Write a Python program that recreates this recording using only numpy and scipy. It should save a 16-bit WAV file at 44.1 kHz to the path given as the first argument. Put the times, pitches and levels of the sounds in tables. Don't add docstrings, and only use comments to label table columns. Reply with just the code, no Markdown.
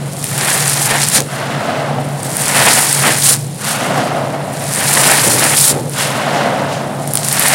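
import sys
import numpy as np
from scipy import signal
from scipy.fft import rfft, irfft, next_fast_len
from scipy.io import wavfile

SR = 44100
rng = np.random.default_rng(int(sys.argv[2]) if len(sys.argv) > 2 else 0)


def generate_wav(signal):
    frames = np.transpose(np.atleast_2d(signal))
    scaled = np.clip(frames, -1, 1) * 32767
    pcm = np.round(scaled).astype(np.int16)
    wavfile.write(sys.argv[1], SR, pcm)


N = 332514
TIME_S = np.arange(N) / SR

# start_s, deepest_s, end_s, buried_stones_db, surface_stones_db, build_up_db_per_s
SCOOPS = [(0.0, 0.024, 0.19, -31, -34.5, 6), (1.338, 1.725, 2.46, -18.5, -21, 20),
          (3.678, 3.934, 4.8, -14.5, -18, 46), (6.004, 6.453, 7.3, -14.5, -18, 21)]
SCOOP_EDGE_S, BURIED_EASE_DB_PER_S, SURFACE_EASE_DB_PER_S = 0.1, 17, 29

# full_flow_s, hands_part_s, empty_s, flow_db, last_rush_db
HANDFULS = [(0.632, 1.143, 1.17, -16.5, -11.5), (2.72, 3.241, 3.335, -14, -9.5),
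            (5.115, 5.583, 5.7, -12, -10), (7.58, 8.1, 8.4, -14.5, -10)]
LEAK_RISE_S, LEAK_RISE_DB, LEAK_HOLD_S, LEAK_SAG_DB_PER_S = 0.54, 19, 0.091, 9
RUSH_EDGE_S, TRICKLE_DB = 0.031, -40.5
SETTLE_REL_DB, SETTLE_FALL_DB_PER_S = -16, 70

# hit_s, peak_db, ring_hz
CHIPS = [(.2421, 2, 9000), (0.2576, -9, 9550), (.33, -13, 9500), (.379, 0, 9200), (.679, 5, 8720),
         (.697, 3, 9000), (.859, -1, 9240), (.922, -3, 1800), (1.038, 1, 9000), (1.086, 8.5, 8700),
         (1.149, 10, 9330), (1.204, 4, 8300), (1.985, -8.5, 736), (2.2318, -5.5, 8700), (2.3686, 0, 9450),
         (2.482, 6, 8600), (2.928, 12, 8850), (2.995, -3, 9800), (3.185, 3, 10200), (3.445, -22, 9000),
         (3.468, -18, 8500), (4.737, -1, 9110), (4.76, 0, 9050), (5.896, -5, 9500), (7.0754, -5, 9500),
         (7.136, 4, 10900), (7.154, 12, 9700), (7.1723, 5, 8800), (7.173, -3, 3950), (7.248, -5, 9700),
         (7.2853, 2, 8580), (7.327, 9, 10000), (7.395, 16, 11400), (7.483, 10, 10700)]

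# thickest_s, level_db, swell_s, ebb_s
GUSHES = [(.49, -20, 0.16, 0.39), (.925, -18.5, 0.063, .11), (1.175, -19, 0.048, 0.027),
          (2.66, -14.5, .21, 0.19), (2.78, -27.5, .015, 0.086), (3.085, -15.5, 0.087, 0.089),
          (3.3, -24.5, 0.054, 0.058), (5.08, -16.5, 0.31, 0.26), (5.455, -18, 0.065, 0.044),
          (5.538, -19.5, .03, .015), (5.67, -25.5, 0.045, 0.065), (7.54, -15, 0.18, .2)]
# heaviest_s, level_db, swell_s, ebb_s
SLUMPS = [(1.19, -18.5, 0.025, 0.053), (1.97, -22.5, .04, 0.091), (2.29, -24.5, .05, 0.076),
          (5.275, -16, 0.03, .2), (5.73, -15.5, 0.034, 0.13)]
# thickest_s, level_db, swell_s, ebb_s
CLUMPS = [(1.02, -11, 0.023, 0.051), (1.175, -9, .03, 0.022), (2.715, -10.5, 0.033, 0.028)]
SWELL_DB, SWELL_SHAPE = 9.5, 1.41

# stab_s, grit_db, rasp_db
STABS = [(1.34, -32, -48), (3.685, -17, -23), (3.98, -35, -28), (6.01, -18.5, -19), (6.35, -49, -27.5),
         (6.73, -38, -28)]
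STAB_RISE_DB_PER_S, STAB_FALL_DB_PER_S = 154, 127
SLIDE_REL_DB, SLIDE_FALL_DB_PER_S = -11, 28
RASP_SWELL_S, RASP_EBB_S = 0.041, 0.09

# freq_hz, relative_density_db
GRIND_COLOUR = [(90, -20.5), (160, -5.5), (240, 3), (340, -6.5), (430, -5.5), (540, 0.5), (700, 3.5),
                (950, -6.5), (1400, -12), (2500, -21.5)]
# freq_hz, relative_density_db
SURFACE_COLOUR = [(500, -4.5), (1000, 8), (1500, 9), (1750, 6), (2050, 7), (2350, 0), (2800, 2), (4500, -5),
                  (6500, -10), (10000, -12)]
# freq_hz, relative_density_db
ROOM_COLOUR = [(25, -30.5), (55, -32), (85, -12.5), (120, 4.5), (190, -0.5), (280, -9.5), (400, -11.5),
               (750, -14), (1200, -25.5), (4000, -28.5), (15000, -55)]
# freq_hz, relative_density_db
GRIT_COLOUR = [(200, -3.5), (800, -4), (2500, -11), (4500, -5), (6200, -4.5), (7800, 0), (9300, 3.5),
               (10500, -0.5), (12500, -7.5), (15500, -13)]
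# freq_hz, relative_density_db
PEBBLE_COLOUR = [(500, -18), (1500, 3), (3000, 1.5), (4500, 6.5), (6500, 4.5), (9300, 7), (12000, 1.5),
                 (15500, -11)]
# freq_hz, relative_density_db
SPRAY_COLOUR = [(3000, -30), (7000, -15), (9400, 2), (11000, 0), (13000, -6), (15500, -8)]
# freq_hz, relative_density_db
POUR_COLOUR = [(80, -20.5), (200, 0.5), (390, -4), (560, -1), (760, 2.5), (1100, -2.5), (1400, -2),
               (1780, 1), (2300, -2.5), (3200, -7.5), (5000, -14), (9000, -36)]
# freq_hz, relative_density_db
SLUMP_COLOUR = [(60, -18), (120, 2), (180, -1), (270, 0), (380, -6), (510, 1.5), (650, -7.5), (880, -7.5),
                (1100, -17.5), (2500, -20.5)]
# freq_hz, relative_density_db
RASP_COLOUR = [(300, -10), (900, -2.5), (1800, -1), (3000, 1), (4500, -3), (7000, -5), (13000, -19)]

HUM_HZ, HUM_RMS_DB, ROOM_RMS_DB = 141.8, -25.5, -26
CUTOFF_HZ = 15900


def from_db(db):
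    return 10 ** (np.asarray(db) / 20)


def rms_one(x):
    return x / np.sqrt(np.mean(x ** 2) + 1e-20)


def drift(rate_hz):
    step = 20
    pole = np.exp(-2 * np.pi * rate_hz * step / SR)
    noise = rng.standard_normal(N // step + 2002)
    slow = signal.lfilter([1], [1, -2 * pole, pole * pole], noise)[2000:]
    return np.interp(np.arange(N) / step, np.arange(len(slow)), rms_one(slow))


def colour(x, points):
    size = 2 * next_fast_len(N // 2 + SR // 8)
    hz, db = np.transpose(points)
    bins_hz = np.maximum(np.arange(size // 2 + 1) * SR / size, 1)
    gain = from_db(np.interp(np.log(bins_hz), np.log(hz), db))
    low_cut = bins_hz / (bins_hz + hz[0] / 2)
    cepstrum = irfft(np.log(gain * low_cut))
    cepstrum[1:size // 2] *= 2
    cepstrum[size // 2 + 1:] = 0
    response = np.exp(rfft(cepstrum))
    return rms_one(irfft(rfft(x, size) * response)[:N])


def grains(per_s, spread_db, low_hz, high_hz, sharpness_q, count=14):
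    chance = per_s / SR
    force = from_db(spread_db * np.minimum(rng.exponential(1, N), 5.5))
    force = force * rng.choice([-1, 1], N)
    clicks = force * (rng.random(N) < chance) / np.sqrt(chance)
    stone = rng.integers(0, count, N)
    out = 0
    for k, hz in enumerate(np.geomspace(low_hz, high_hz, count)):
        b, a = signal.iirpeak(hz, sharpness_q, fs=SR)
        out = out + signal.lfilter(b, a, clicks * (stone == k) + 1e-18)
    return rms_one(out)


def before(s):
    return np.maximum(s - TIME_S, 0)


def after(s):
    return np.maximum(TIME_S - s, 0)


def gate(start_s, end_s, edge_s):
    return np.clip(1 - (before(start_s) + after(end_s)) / edge_s, 0, 1)


def swells(rows):
    gain = 0
    for top_s, db, swell_s, ebb_s in rows:
        distance = np.minimum(before(top_s) / swell_s + after(top_s) / ebb_s, 10)
        gain = gain + from_db(db - SWELL_DB * distance ** SWELL_SHAPE)
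    return gain


def scooping(grind_trim_db=0.73, surface_trim_db=-3.0, judder_db=1.0):
    deep, shallow = 0, 0
    for start_s, deepest_s, end_s, buried_db, surface_db, build_db_per_s in SCOOPS:
        moving = gate(start_s, end_s, SCOOP_EDGE_S)
        deep_db = grind_trim_db + buried_db - build_db_per_s * before(deepest_s)
        deep_db = deep_db - BURIED_EASE_DB_PER_S * after(deepest_s)
        shallow_db = surface_trim_db + surface_db - SURFACE_EASE_DB_PER_S * after(deepest_s)
        deep = deep + moving * from_db(deep_db)
        shallow = shallow + moving * from_db(shallow_db)
    buried = grains(per_s=4500, spread_db=-0.5, low_hz=140, high_hz=2520, sharpness_q=4.6)
    surface = grains(per_s=12000, spread_db=0.5, low_hz=675, high_hz=9000, sharpness_q=3.9)
    grind = deep * colour(buried, GRIND_COLOUR)
    crunch = shallow * colour(surface, SURFACE_COLOUR)
    return (grind + crunch) * from_db(judder_db * drift(24))


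def hum(waver_db=5.5, phase_spread_rad=0.36):
    phase_rad = 2 * np.pi * HUM_HZ * TIME_S + phase_spread_rad * drift(6.6)
    waver = from_db(waver_db * np.tanh(drift(11.3)))
    drone = rms_one(np.sin(phase_rad) * waver)
    rumble = colour(rng.standard_normal(N), ROOM_COLOUR)
    return from_db(HUM_RMS_DB) * drone + from_db(ROOM_RMS_DB) * rumble


def grit_flow():
    flows = [from_db(TRICKLE_DB) * np.ones(N)]
    for full_s, part_s, empty_s, flow_db, rush_db in HANDFULS:
        leak_db = flow_db - LEAK_RISE_DB * (before(full_s) / LEAK_RISE_S) ** 2
        leak_db = leak_db - LEAK_SAG_DB_PER_S * after(full_s + LEAK_HOLD_S)
        settle_db = rush_db + SETTLE_REL_DB - SETTLE_FALL_DB_PER_S * after(empty_s)
        flows.append(from_db(leak_db) * gate(0, empty_s, RUSH_EDGE_S))
        flows.append(from_db(rush_db) * gate(part_s, empty_s, RUSH_EDGE_S))
        flows.append(from_db(settle_db) * (TIME_S > empty_s))
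    for stab_s, grit_db, _ in STABS:
        rise_db = grit_db - STAB_RISE_DB_PER_S * before(stab_s)
        flows.append(from_db(rise_db - STAB_FALL_DB_PER_S * after(stab_s)))
        flows.append(from_db(rise_db + SLIDE_REL_DB - SLIDE_FALL_DB_PER_S * after(stab_s)))
    return 10 * np.log10(sum(flow ** 2 for flow in flows))


def grit(sand_db=-2, crumb_db=-4.0, pebble_db=-5, spray_db=-7, uneven_db=1.82,
         pebble_growth=1.12, spray_growth=2.3):
    level_db = grit_flow()
    top_db = level_db.max()
    below_top_db = level_db - top_db
    sand = grains(per_s=25000, spread_db=3.5, low_hz=488, high_hz=16300, sharpness_q=5.2)
    crumbs = grains(per_s=1500, spread_db=1.5, low_hz=3300, high_hz=13000, sharpness_q=1.65)
    pebbles = grains(per_s=350, spread_db=4.0, low_hz=2680, high_hz=13300, sharpness_q=1.15)
    spray = grains(per_s=900, spread_db=3.0, low_hz=7000, high_hz=15000, sharpness_q=1.2, count=5)
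    fine = from_db(sand_db) * colour(sand, GRIT_COLOUR) + from_db(crumb_db) * colour(crumbs, GRIT_COLOUR)
    fine = fine * from_db(level_db + uneven_db * drift(46))
    pebble_gain = from_db(pebble_db + top_db + pebble_growth * below_top_db)
    spray_gain = from_db(spray_db + top_db + spray_growth * below_top_db)
    return fine + pebble_gain * colour(pebbles, PEBBLE_COLOUR) + spray_gain * colour(spray, SPRAY_COLOUR)


def ring(clicks, hz, cycles):
    radius = from_db(-60 * hz / (cycles * SR))
    w = 2 * np.pi * hz / SR
    return signal.lfilter([0, np.sin(w)], [1, -2 * radius * np.cos(w), radius * radius], clicks + 1e-18)


def knock(hz, cycles, scatter_s, loose, size=4096):
    contact = loose * rng.standard_normal(size) * np.exp(-np.arange(size) / (scatter_s * SR))
    contact[0] = 1
    sound = ring(contact, hz, cycles)
    return sound / np.abs(sound).max()


def add(out, s, sound):
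    part = out[max(round(s * SR), 0):][:len(sound)]
    part += sound[:len(part)]


def stones():
    out = np.zeros(N)
    for hit_s, peak_db, ring_hz in CHIPS:
        add(out, hit_s, from_db(peak_db) * knock(ring_hz, cycles=16, scatter_s=0.00083, loose=0.53))
    return out


def pouring(pour_trim_db=3.5, lumpy_db=1.87):
    flow = swells(GUSHES) * from_db(pour_trim_db + lumpy_db * drift(31))
    impacts = grains(per_s=9000, spread_db=1.0, low_hz=154, high_hz=7950, sharpness_q=1.74)
    thuds = grains(per_s=1900, spread_db=-5.0, low_hz=104, high_hz=1450, sharpness_q=1.5)
    return flow * colour(impacts, POUR_COLOUR) + swells(SLUMPS) * colour(thuds, SLUMP_COLOUR)


def shattering(shatter_trim_db=-2):
    burst = swells(CLUMPS) * from_db(shatter_trim_db)
    pebbles = grains(per_s=1500, spread_db=2.5, low_hz=2200, high_hz=9000, sharpness_q=2.2)
    return burst * colour(pebbles, PEBBLE_COLOUR)


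def stabbing(rasp_trim_db=0.5):
    push = swells([(s, rasp_db + rasp_trim_db, RASP_SWELL_S, RASP_EBB_S) for s, _, rasp_db in STABS])
    scrape = grains(per_s=9000, spread_db=2.0, low_hz=600, high_hz=11000, sharpness_q=1.2)
    return push * colour(scrape, RASP_COLOUR)


def room(x, wet_db=-21, t60_s=0.25):
    t = TIME_S[:SR // 2]
    tail = rng.standard_normal(len(t)) * from_db(-60 * t / t60_s)
    tail = tail * (t > 0.003)
    return x + from_db(wet_db) * signal.fftconvolve(x, tail / np.linalg.norm(tail))[:N]


def scene():
    gravel = scooping() + grit() + stones() + pouring() + shattering() + stabbing()
    return (room(gravel) + hum())[None]


def record(dry, top=0.91):
    clipped = np.clip(dry, -top, top)
    low_pass = signal.ellip(12, 0.1, 70, CUTOFF_HZ, fs=SR, output="sos")
    return signal.sosfilt(low_pass, clipped)


dry = scene()
out = record(dry)
generate_wav(out)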